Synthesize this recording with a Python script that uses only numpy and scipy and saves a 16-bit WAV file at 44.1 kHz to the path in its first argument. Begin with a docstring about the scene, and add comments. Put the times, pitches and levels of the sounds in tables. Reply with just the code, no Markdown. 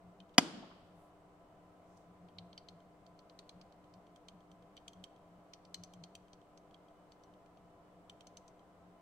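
"""Toggle switch and pocket compass

Indoors, in a hard, humming room: ventilation, fan tones and a faint electrical whine. A stereo pair hears
a sprung lever slam over once on a small plastic box, right of centre; box modes ring and the table knocks.
A hand slides a pocket compass about: each needle strike is a burst of chatter that rings the metal case.
Filtered noise gives the rubs, the soft boom of the table top and swells in the room's answer to the snap;
a decaying echo answers snap and needle."""
import sys
import numpy as np
from scipy import signal
from scipy.fft import rfft, irfft, next_fast_len
from scipy.io import wavfile
from scipy.ndimage import map_coordinates

SR = 44100
rng = np.random.default_rng(int(sys.argv[2]) if len(sys.argv) > 2 else 0)


def pcm_store(signal):
    """Save signal as 16-bit PCM."""
    levels = np.round(np.clip(np.atleast_2d(signal), -1, 1) * 32767)
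    wavfile.write(sys.argv[1], SR, levels.astype(np.int16).T)


N = 397341  # length [samples]

# Ventilation tones before the overall trim: (frequency [Hz], level [dB])
FAN_TONES = [(301.5, -71), (398.4, -78), (495.3, -76.5), (592.2, -82), (678.3, -73.5), (947.5, -87),
             (1012, -76.5), (1125, -89), (1303, -86)]
# Colour of the rush of air: (frequency [Hz], relative density [dB per Hz])
AIR_COLOUR = [(25, -8), (60, -8), (120, -8.5), (250, -9.5), (400, -7.5), (540, -7.5), (700, -2),
              (860, -10.5), (1200, -12.5), (1700, -22), (3000, -28.5), (5000, -35), (8000, -37),
              (10000, -40.5), (15500, -44.5)]
# Faint electrical whine, beating in the treble: (frequency [Hz], level [dB])
WHINE_TONES = [(2080, -95), (3000, -96.5), (7980, -107), (8000, -103), (8020, -107)]
# Likeness of left and right in diffuse sound: (frequency [Hz], correlation [-1 to 1])
LIKENESS = [(60, 0.65), (150, 1), (300, 0.74), (640, 0.88), (1400, 0.12), (3000, 0.015), (15000, 0)]
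# Decay of the room: (frequency [Hz], T60 [s])
ROOM_DECAY = [(150, 0.82), (700, 1), (3000, 1.1), (5000, .85), (8000, .58), (14000, .35)]
# Strength of the room's long tail: (frequency [Hz], level [dB])
ROOM_LEVEL = [(150, -14.5), (1400, -15.5), (14000, -19)]
# The snap as it spreads in all directions: (frequency [Hz], relative density [dB per Hz])
SPREAD_COLOUR = [(50, -20), (110, -0.5), (190, 14), (290, 11.5), (470, 4.5), (750, 1.5), (1400, -0.5),
                 (2100, -5.5), (2600, -4.5), (3100, 0.5), (4000, -5), (4900, -1), (5800, -8.5),
                 (7000, -8.5), (10500, -17), (14000, -36)]
# Soft low and mid swells in the room's dying answer to the snap:
# (time [s], level [dB], length [s], frequency [Hz])
SNAP_TAIL_SWELLS = [(.405, -42.5, .055, 255), (.5, -53, 0.17, 260), (.622, -54, 0.032, 800),
                    (.705, -59.5, 0.029, 1138)]

# The hand leans on or drags over the table, before the boom's gains: (time [s], length [s], level [dB])
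HAND_PRESSES = [(0.022, 0.11, -60.5), (0.196, 0.04, -60.5), (0.932, 0.073, -64), (2.087, 0.03, -62),
                (2.207, 0.076, -59.5), (2.353, 0.15, -59), (2.698, 0.093, -62.5), (3.552, 0.029, -61.5),
                (3.959, 0.03, -63.5), (4.322, 0.078, -62), (4.5, 0.044, -63), (4.961, 0.074, -59.5),
                (5.781, 0.05, -57.5), (5.925, 0.15, -59)]
# Faint sliding of lever and skin: (time [s], level [dB], length [s], frequency [Hz])
SKIN_BRUSHES = [(.338, -67, 0.016, 3170), (.93, -82.5, 0.19, 9400), (1.82, -83.5, 0.27, 6000),
                (1.968, -71.5, 0.014, 5940)]

# The needle strikes the case:
# (time [s], level before the body trim [dB], favoured pitch [Hz], treble relative to that level [dB])
NEEDLE_STRIKES = [(0.2012, -54.5, 3100, -22.5), (2.2847, -64.5, 3110, -23), (2.384, -43.5, 4020, -31),
                  (2.5286, -55.5, 3810, -23), (2.5768, -45.5, 4440, -22), (2.6851, -48.5, 4360, -19.5),
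                  (3.0636, -62.5, 4400, -14), (3.19, -58.5, 4600, -17), (3.2958, -58.5, 4556, -20),
                  (3.3892, -49, 4383, -15.5), (3.4916, -49.5, 4300, -16), (3.612, -57, 4940, -17),
                  (3.7223, -66, 4330, -15), (3.9376, -62.5, 4880, -13.5), (4.1592, -61.5, 3220, -11.5),
                  (4.2837, -49.5, 3320, -13.5), (4.5144, -62.5, 3220, -12), (4.7663, -54, 3110, -13.5),
                  (4.7745, -52.5, 3210, -25), (4.879, -45.5, 3202, -12), (4.9312, -60, 3110, -11),
                  (5.0385, -44.5, 3170, -16), (5.534, -49, 6000, -14), (5.6502, -60.5, 4980, -15),
                  (5.7426, -38.5, 4330, -11), (5.8354, -50, 6000, -5.5), (5.9354, -57.5, 3100, -8),
                  (6.0366, -48.5, 4270, -12.5), (6.1506, -49, 2837, -9.5), (6.3308, -57.5, 6000, -12.5),
                  (6.5739, -61.5, 6000, -8.5), (6.7418, -55.5, 3170, -24), (7.1186, -59.5, 4410, -13.5),
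                  (7.235, -65, 6040, -8.5), (7.4594, -71, 2710, -11), (8.096, -48, 3190, -17.5),
                  (8.2068, -55.5, 3190, -14), (8.2688, -57, 6020, -6), (8.3699, -53.5, 6050, -4),
                  (8.4783, -64, 6060, -3)]
# Modes of the compass case: (frequency [Hz], relative level [dB], T60 [s])
CASE_MODES = [(2415, -1.5, .008), (3165, 1.5, 0.017), (3681, -9, .008), (4353, -2, 0.02), (4930, -9.5, .01),
              (6100, 0.5, 0.04067), (6520, -7, 0.0077), (7336, -5.5, 0.0099), (8150, -2.5, 0.016),
              (9740, -10, .008), (11900, -14.5, 0.016)]
# Colour of the needle's click: (frequency [Hz], relative density [dB per Hz])
CLICK_COLOUR = [(1500, -29), (2400, -1), (5000, 0.5), (8000, -1.5), (11000, -14), (16000, -18)]

# Contacts of the snap: (time [s], relative level [dB], length [s])
SNAP_CONTACTS = [(.3800, -16.5, 0.00087), (0.3806, -1, .0014), (.3824, 1.5, 0.0025), (.3868, -18, .004),
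                 (.3922, -16.5, .002)]
# Modes of lever and box: (frequency [Hz], relative level [dB], T60 [s])
BOX_MODES = [(1384, -5.5, .018), (1670, -8.5, 0.017), (2108.5, -3.5, 0.032), (2460, -3, .024),
             (3000, 2, 0.012), (3308, -2.5, .028), (3600, -6.5, .015), (4710, -1, .022), (5066, -5, .024),
             (5446, -5.5, 0.017), (6138, -2, 0.0054), (6974, -4, 0.021), (9662, -14, .012),
             (10400, -11.5, 0.016)]
# Modes of the box on the table: (frequency [Hz], relative level [dB], T60 [s])
THUD_MODES = [(199, -7.5, 0.02), (285, 1.5, 0.033), (515, -20.5, .02), (737, 2, 0.023), (985, -4, 0.025)]
# Colour of the snap's crack: (frequency [Hz], relative density [dB per Hz])
CRACK_COLOUR = [(60, -51.5), (400, -26), (1500, -5), (2200, -4.5), (2650, -11.5), (3200, 0), (4100, 2),
                (5000, 7.5), (7000, -1), (8200, -10), (9300, -2), (10500, -3), (12500, -24.5), (16000, -26)]

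SNAP_S = SNAP_CONTACTS[0][0]  # first contact
TOP_HZ = 15800  # band limit of both microphones
PRESS_EDGE_S = 0.02  # pressure builds up and eases off this long around each press
# pressure between presses, before the boom's gains: level, unsteadiness, random knots a second
REST_DB, REST_SWING_DB, REST_RATE = -71, 3, 15
CHATTER_S = .005  # how long the needle rattles in one strike
TREBLE_HZ = 5300  # above this the hardness of the contact sets the level
FOCUS_DB = 13.5  # the point of contact favours one pitch: loss of the modes an octave away
ROCK_S, ROCK_SCATTER = .115, .1  # period of the rocking needle, its relative scatter
PAUSE_S = .16  # a longer gap between strikes brings a graze
# a swing that only just touches the case: level before the body trim, pitch, relative treble
GRAZE_DB, GRAZE_HZ, GRAZE_TREBLE_DB = -69, 3200, -16


def amp(db):
    """Decibels to linear gain."""
    return 10 ** (np.asarray(db) / 20)


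def unit(x):
    """Scale to rms 1."""
    return x / np.sqrt(np.mean(x ** 2) + 1e-20)


def burst(x):
    """Scale a short sound to the energy of 10 ms at rms 1."""
    energy = np.mean(np.sum(x ** 2, axis=-1))
    return x / np.sqrt(energy / (SR / 100) + 1e-20)


def along(points, hz):
    """Interpolate (frequency [Hz], value) points on a log frequency axis."""
    f, v = np.transpose(points)
    return np.interp(np.log(hz + 1), np.log(f), v)


def wobble(rate):
    """A smooth random curve, rate knots a second."""
    knots = rng.standard_normal(int(N * rate / SR) + 4)
    return map_coordinates(knots, [np.arange(N) * rate / SR])


def filtered(x, response):
    """Multiply the spectrum of x by a response of frequency."""
    n = x.shape[-1]
    m = next_fast_len(n + 4096)
    hz = np.fft.rfftfreq(m, 1 / SR)
    return irfft(rfft(x, m) * response(hz), m)[..., :n]


def coloured(x, points):
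    """Filter x to a colour given as (frequency [Hz], level [dB]) points."""
    return filtered(x, lambda hz: amp(along(points, hz)))


def band(hz, centre, width):
    """Complex gain of one resonance."""
    return 1j * hz * width / (centre ** 2 - hz ** 2 + 1j * hz * width)


def add(track, s, x):
    """Mix x into the track at s seconds."""
    i = max(round(s * SR), 0)
    track[..., i:i + x.shape[-1]] += x[..., :N - i]


def diffuse(size):
    """Stereo noise from all around: alike in the bass, unrelated in the treble."""
    def mid_side_gains(hz):
        turn = np.arccos(np.clip(along(LIKENESS, hz), -1, 1)) / 2
        return np.array([np.cos(turn), np.sin(turn)])

    mid, side = filtered(rng.standard_normal((2, size)), mid_side_gains)
    return np.array([mid + side, mid - side])


def swell(length, size):
    """One smooth rise and fall lasting length seconds."""
    return np.sin(np.pi * np.clip(np.arange(size) / SR / length, 0, 1))


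def chatter(length, apart, size=8192):
    """Rattling contact force as swelling noise, a little different left and right."""
    common, differing = rng.standard_normal((2, size))
    return swell(length, size) * np.array([common + apart * differing, common - apart * differing])


def ring(force, modes, low_hz):
    """Damped modes driven by a force; a small body radiates little below low_hz."""
    t = np.arange(force.shape[-1]) / SR
    hz, db, t60 = np.transpose(modes)[..., None]
    tones = amp(-60 * t / t60) * np.sin(2 * np.pi * hz * t)
    rings = signal.fftconvolve(force[None], tones[:, None], axes=-1)[..., :len(t)]
    body = sum(amp(level) * burst(one) for level, one in zip(db, rings))
    high_pass = signal.butter(4, low_hz, "high", fs=SR, output="sos")
    return signal.sosfilt(high_pass, body)


def ventilation(air_db=-64, hum_db=-1.0, drift=0.99, flutter_db=3.5):
    """Steady rush of air as diffuse noise, with fan tones, the higher ones less steady."""
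    t = np.arange(N) / SR
    air = unit(coloured(diffuse(size=N), AIR_COLOUR))
    hum = 0
    for hz, db in FAN_TONES:
        phase = 2 * np.pi * hz * t + drift * hz / FAN_TONES[0][0] * wobble(5)
        level = amp(db + flutter_db * hz / FAN_TONES[-1][0] * wobble(24))
        hum = hum + level * np.sqrt(2) * np.sin(phase)
    return amp(air_db + .3 * wobble(4.1)) * air + amp(hum_db) * hum


def whine(flutter_db=2.5, drift=.6):
    """Thin electrical tones, slightly wavering in level and phase."""
    t = np.arange(N) / SR
    tones = 0
    for hz, db in WHINE_TONES:
        level = amp(db + flutter_db * wobble(9))
        tones = tones + level * np.sqrt(2) * np.sin(2 * np.pi * hz * t + drift * wobble(12))
    return tones


def room(x, early_db=-20, early_t60=0.22, gap_s=0.0066):
    """Near surfaces answer with a short decay; the long tail dies sooner in the treble."""
    t = np.arange(SR) / SR
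    hz, times, z = signal.stft(diffuse(size=SR), SR, nperseg=256)
    t60 = along(ROOM_DECAY, hz)[:, None]
    # the root evens out the energy of long and short decays
    fade = amp(-60 * times / t60) * np.sqrt(2 * np.log(1000) / (t60 * SR))
    level = amp(along(ROOM_LEVEL, hz))[:, None]
    tail = signal.istft(z * fade * level, SR, nperseg=256)[1][:, :SR]
    early = diffuse(size=SR) * amp(-60 * t / early_t60)
    answer = tail + amp(early_db) * early / np.linalg.norm(early[0])
    onset = np.clip(t / gap_s - 1, 0, 1)  # silent for gap_s, then fades in over as long
    return signal.fftconvolve(x, answer * onset, axes=1)[:, :N]


def noise_swells(rows, spread):
    """Band noise that rises and falls smoothly, each swell around its own pitch."""
    out = np.zeros((2, N))
    for s, db, length, centre in rows:
        noise = diffuse(size=22050)
        grain = unit(filtered(noise, lambda hz: abs(band(hz, centre, spread * centre)) ** 3))
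        add(out, s, amp(db) * swell(length, size=22050) * grain)
    return out


def snap_tail_swells():
    """Soft low and mid swells of noise in the room's dying answer to the snap."""
    return noise_swells(SNAP_TAIL_SWELLS, spread=.8)


def table(boom_hz=178, width_hz=13, boom_db=1, rumble_db=-8, press_db=1):
    """The table top booms at its lowest mode over a low rumble, more when the hand presses on it."""
    pressure = amp(REST_DB + REST_SWING_DB * wobble(REST_RATE))
    for s, length, db in HAND_PRESSES:
        press = np.zeros(N)
        shape = swell(length + 2 * PRESS_EDGE_S, size=SR)
        add(press, s - PRESS_EDGE_S, amp(db + press_db) * shape)
        pressure = np.maximum(pressure, press)
    noise = rng.standard_normal(N)
    mode = signal.hilbert(filtered(noise, lambda hz: band(hz, boom_hz, width_hz) ** 2))
    boom = unit(np.cos(np.angle(mode)))  # keeps the wandering phase, with a steady level
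    rumble = unit(filtered(diffuse(size=N), lambda hz: band(hz, centre=95, width=65) ** 2))
    return pressure * (amp(boom_db) * boom + amp(rumble_db) * rumble)


def rubs():
    """Short strokes of friction of lever and skin, as swells of band noise."""
    return noise_swells(SKIN_BRUSHES, spread=.9)


def strikes():
    """The needle's strikes; before a pause it rocks once more, one period later, and grazes the case."""
    times = np.array([row[0] for row in NEEDLE_STRIKES])
    pauses = np.diff(times, append=N / SR)
    swings = times + ROCK_S * (1 + ROCK_SCATTER * rng.standard_normal(len(times)))
    grazes = [(s, GRAZE_DB, GRAZE_HZ, GRAZE_TREBLE_DB) for s in swings[pauses > PAUSE_S]]
    return list(NEEDLE_STRIKES) + grazes


def compass(ring_db=-2, noise_db=3, settle_db=-19, settle_s=0.017, scatter_db=-10.5, scatter_t60=.11,
            body_db=-6):
    """The loose needle chatters against the case, then settles; grip and touch alter the modes."""
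    out = np.zeros((2, N))
    for s, db, pitch, treble_db in strikes():
        colour = lambda hz: -FOCUS_DB * np.sqrt(abs(np.log2((hz + 1) / pitch)))
        force = chatter(CHATTER_S, apart=0.65) + amp(settle_db) * chatter(settle_s, apart=.8)
        grip = 1 + .02 * rng.standard_normal(len(CASE_MODES))  # detunes each mode
        modes = [(hz * shift, level + colour(hz), t60)
                 for (hz, level, t60), shift in zip(CASE_MODES, grip)]
        # hand, wires and table scatter the click into a short noisy tail
        t = np.arange(force.shape[-1]) / SR
        scatter = burst(rng.standard_normal(force.shape) * amp(-60 * t / scatter_t60))
        click = burst(coloured(burst(force) + amp(scatter_db) * scatter, CLICK_COLOUR))
        click = filtered(click, lambda hz: amp(colour(hz)))
        tick = amp(ring_db) * ring(force, modes, low_hz=2130) + amp(noise_db) * click
        # body and treble are split so that each takes its own level
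        body = filtered(tick, lambda hz: 1 / (1 + (hz / TREBLE_HZ) ** 16))
        treble = tick - body
        add(out, s, amp(db + body_db) * burst(body) + amp(db + treble_db) * burst(treble))
    return out


def snap_spread(db=-17):
    """What the walls receive of the snap: one short pulse, averaged over all directions."""
    pulse = np.zeros((2, N))
    pulse[:, round(SNAP_CONTACTS[2][0] * SR)] = 1
    return amp(db) * burst(coloured(pulse, SPREAD_COLOUR))


def switch(ring_db=-25.5, crack_db=-25.0, thud_db=-25.0, thud_s=.3822, rebound_s=.0041, rebound_db=-8,
           lead_s=.00005):
    """The sprung lever slams over and rebounds; the box rings and knocks twice on the table."""
    force, out = np.zeros((2, N)), np.zeros((2, N))
    for s, db, length in SNAP_CONTACTS:
        add(force, s - SNAP_S, amp(db) * burst(chatter(length, apart=.4)))
    force = force[:, :SR // 4]
    crack = burst(coloured(force, CRACK_COLOUR))
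    add(out, SNAP_S, amp(ring_db) * ring(force, BOX_MODES, low_hz=950) + amp(crack_db) * crack)
    push = swell(length=0.00097, size=8192)
    knocks = push + amp(rebound_db) * np.roll(push, round(rebound_s * SR))
    add(out, thud_s, amp(thud_db) * ring(knocks[None], THUD_MODES, low_hz=160))
    # the box stands to the right, so that side hears it first, by lead_s
    return filtered(out, lambda hz: np.exp(np.pi * hz * lead_s * np.array([[-1j], [1j]])))


def scene():
    """Room sound, handling, needle and snap; the walls answer the snap and the needle."""
    background = ventilation() + whine()
    handling = rubs() + table()
    ticks = compass()
    answer = room(snap_spread() + amp(-3) * ticks) + snap_tail_swells()
    return background + handling + answer + ticks + switch()


def record(dry):
    """The left microphone has a little more bass; both fall off steeply at the band limit."""
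    lean = [(400, 0.65), (1200, 0.14), (8000, -0.27)]  # (frequency [Hz], left gain and right loss [dB])
    limit = lambda hz: 1 / np.sqrt(1 + (hz / TOP_HZ) ** 200)
    return filtered(dry, lambda hz: amp(np.outer([1, -1], along(lean, hz))) * limit(hz))


dry = scene()
out = record(dry)
pcm_store(out)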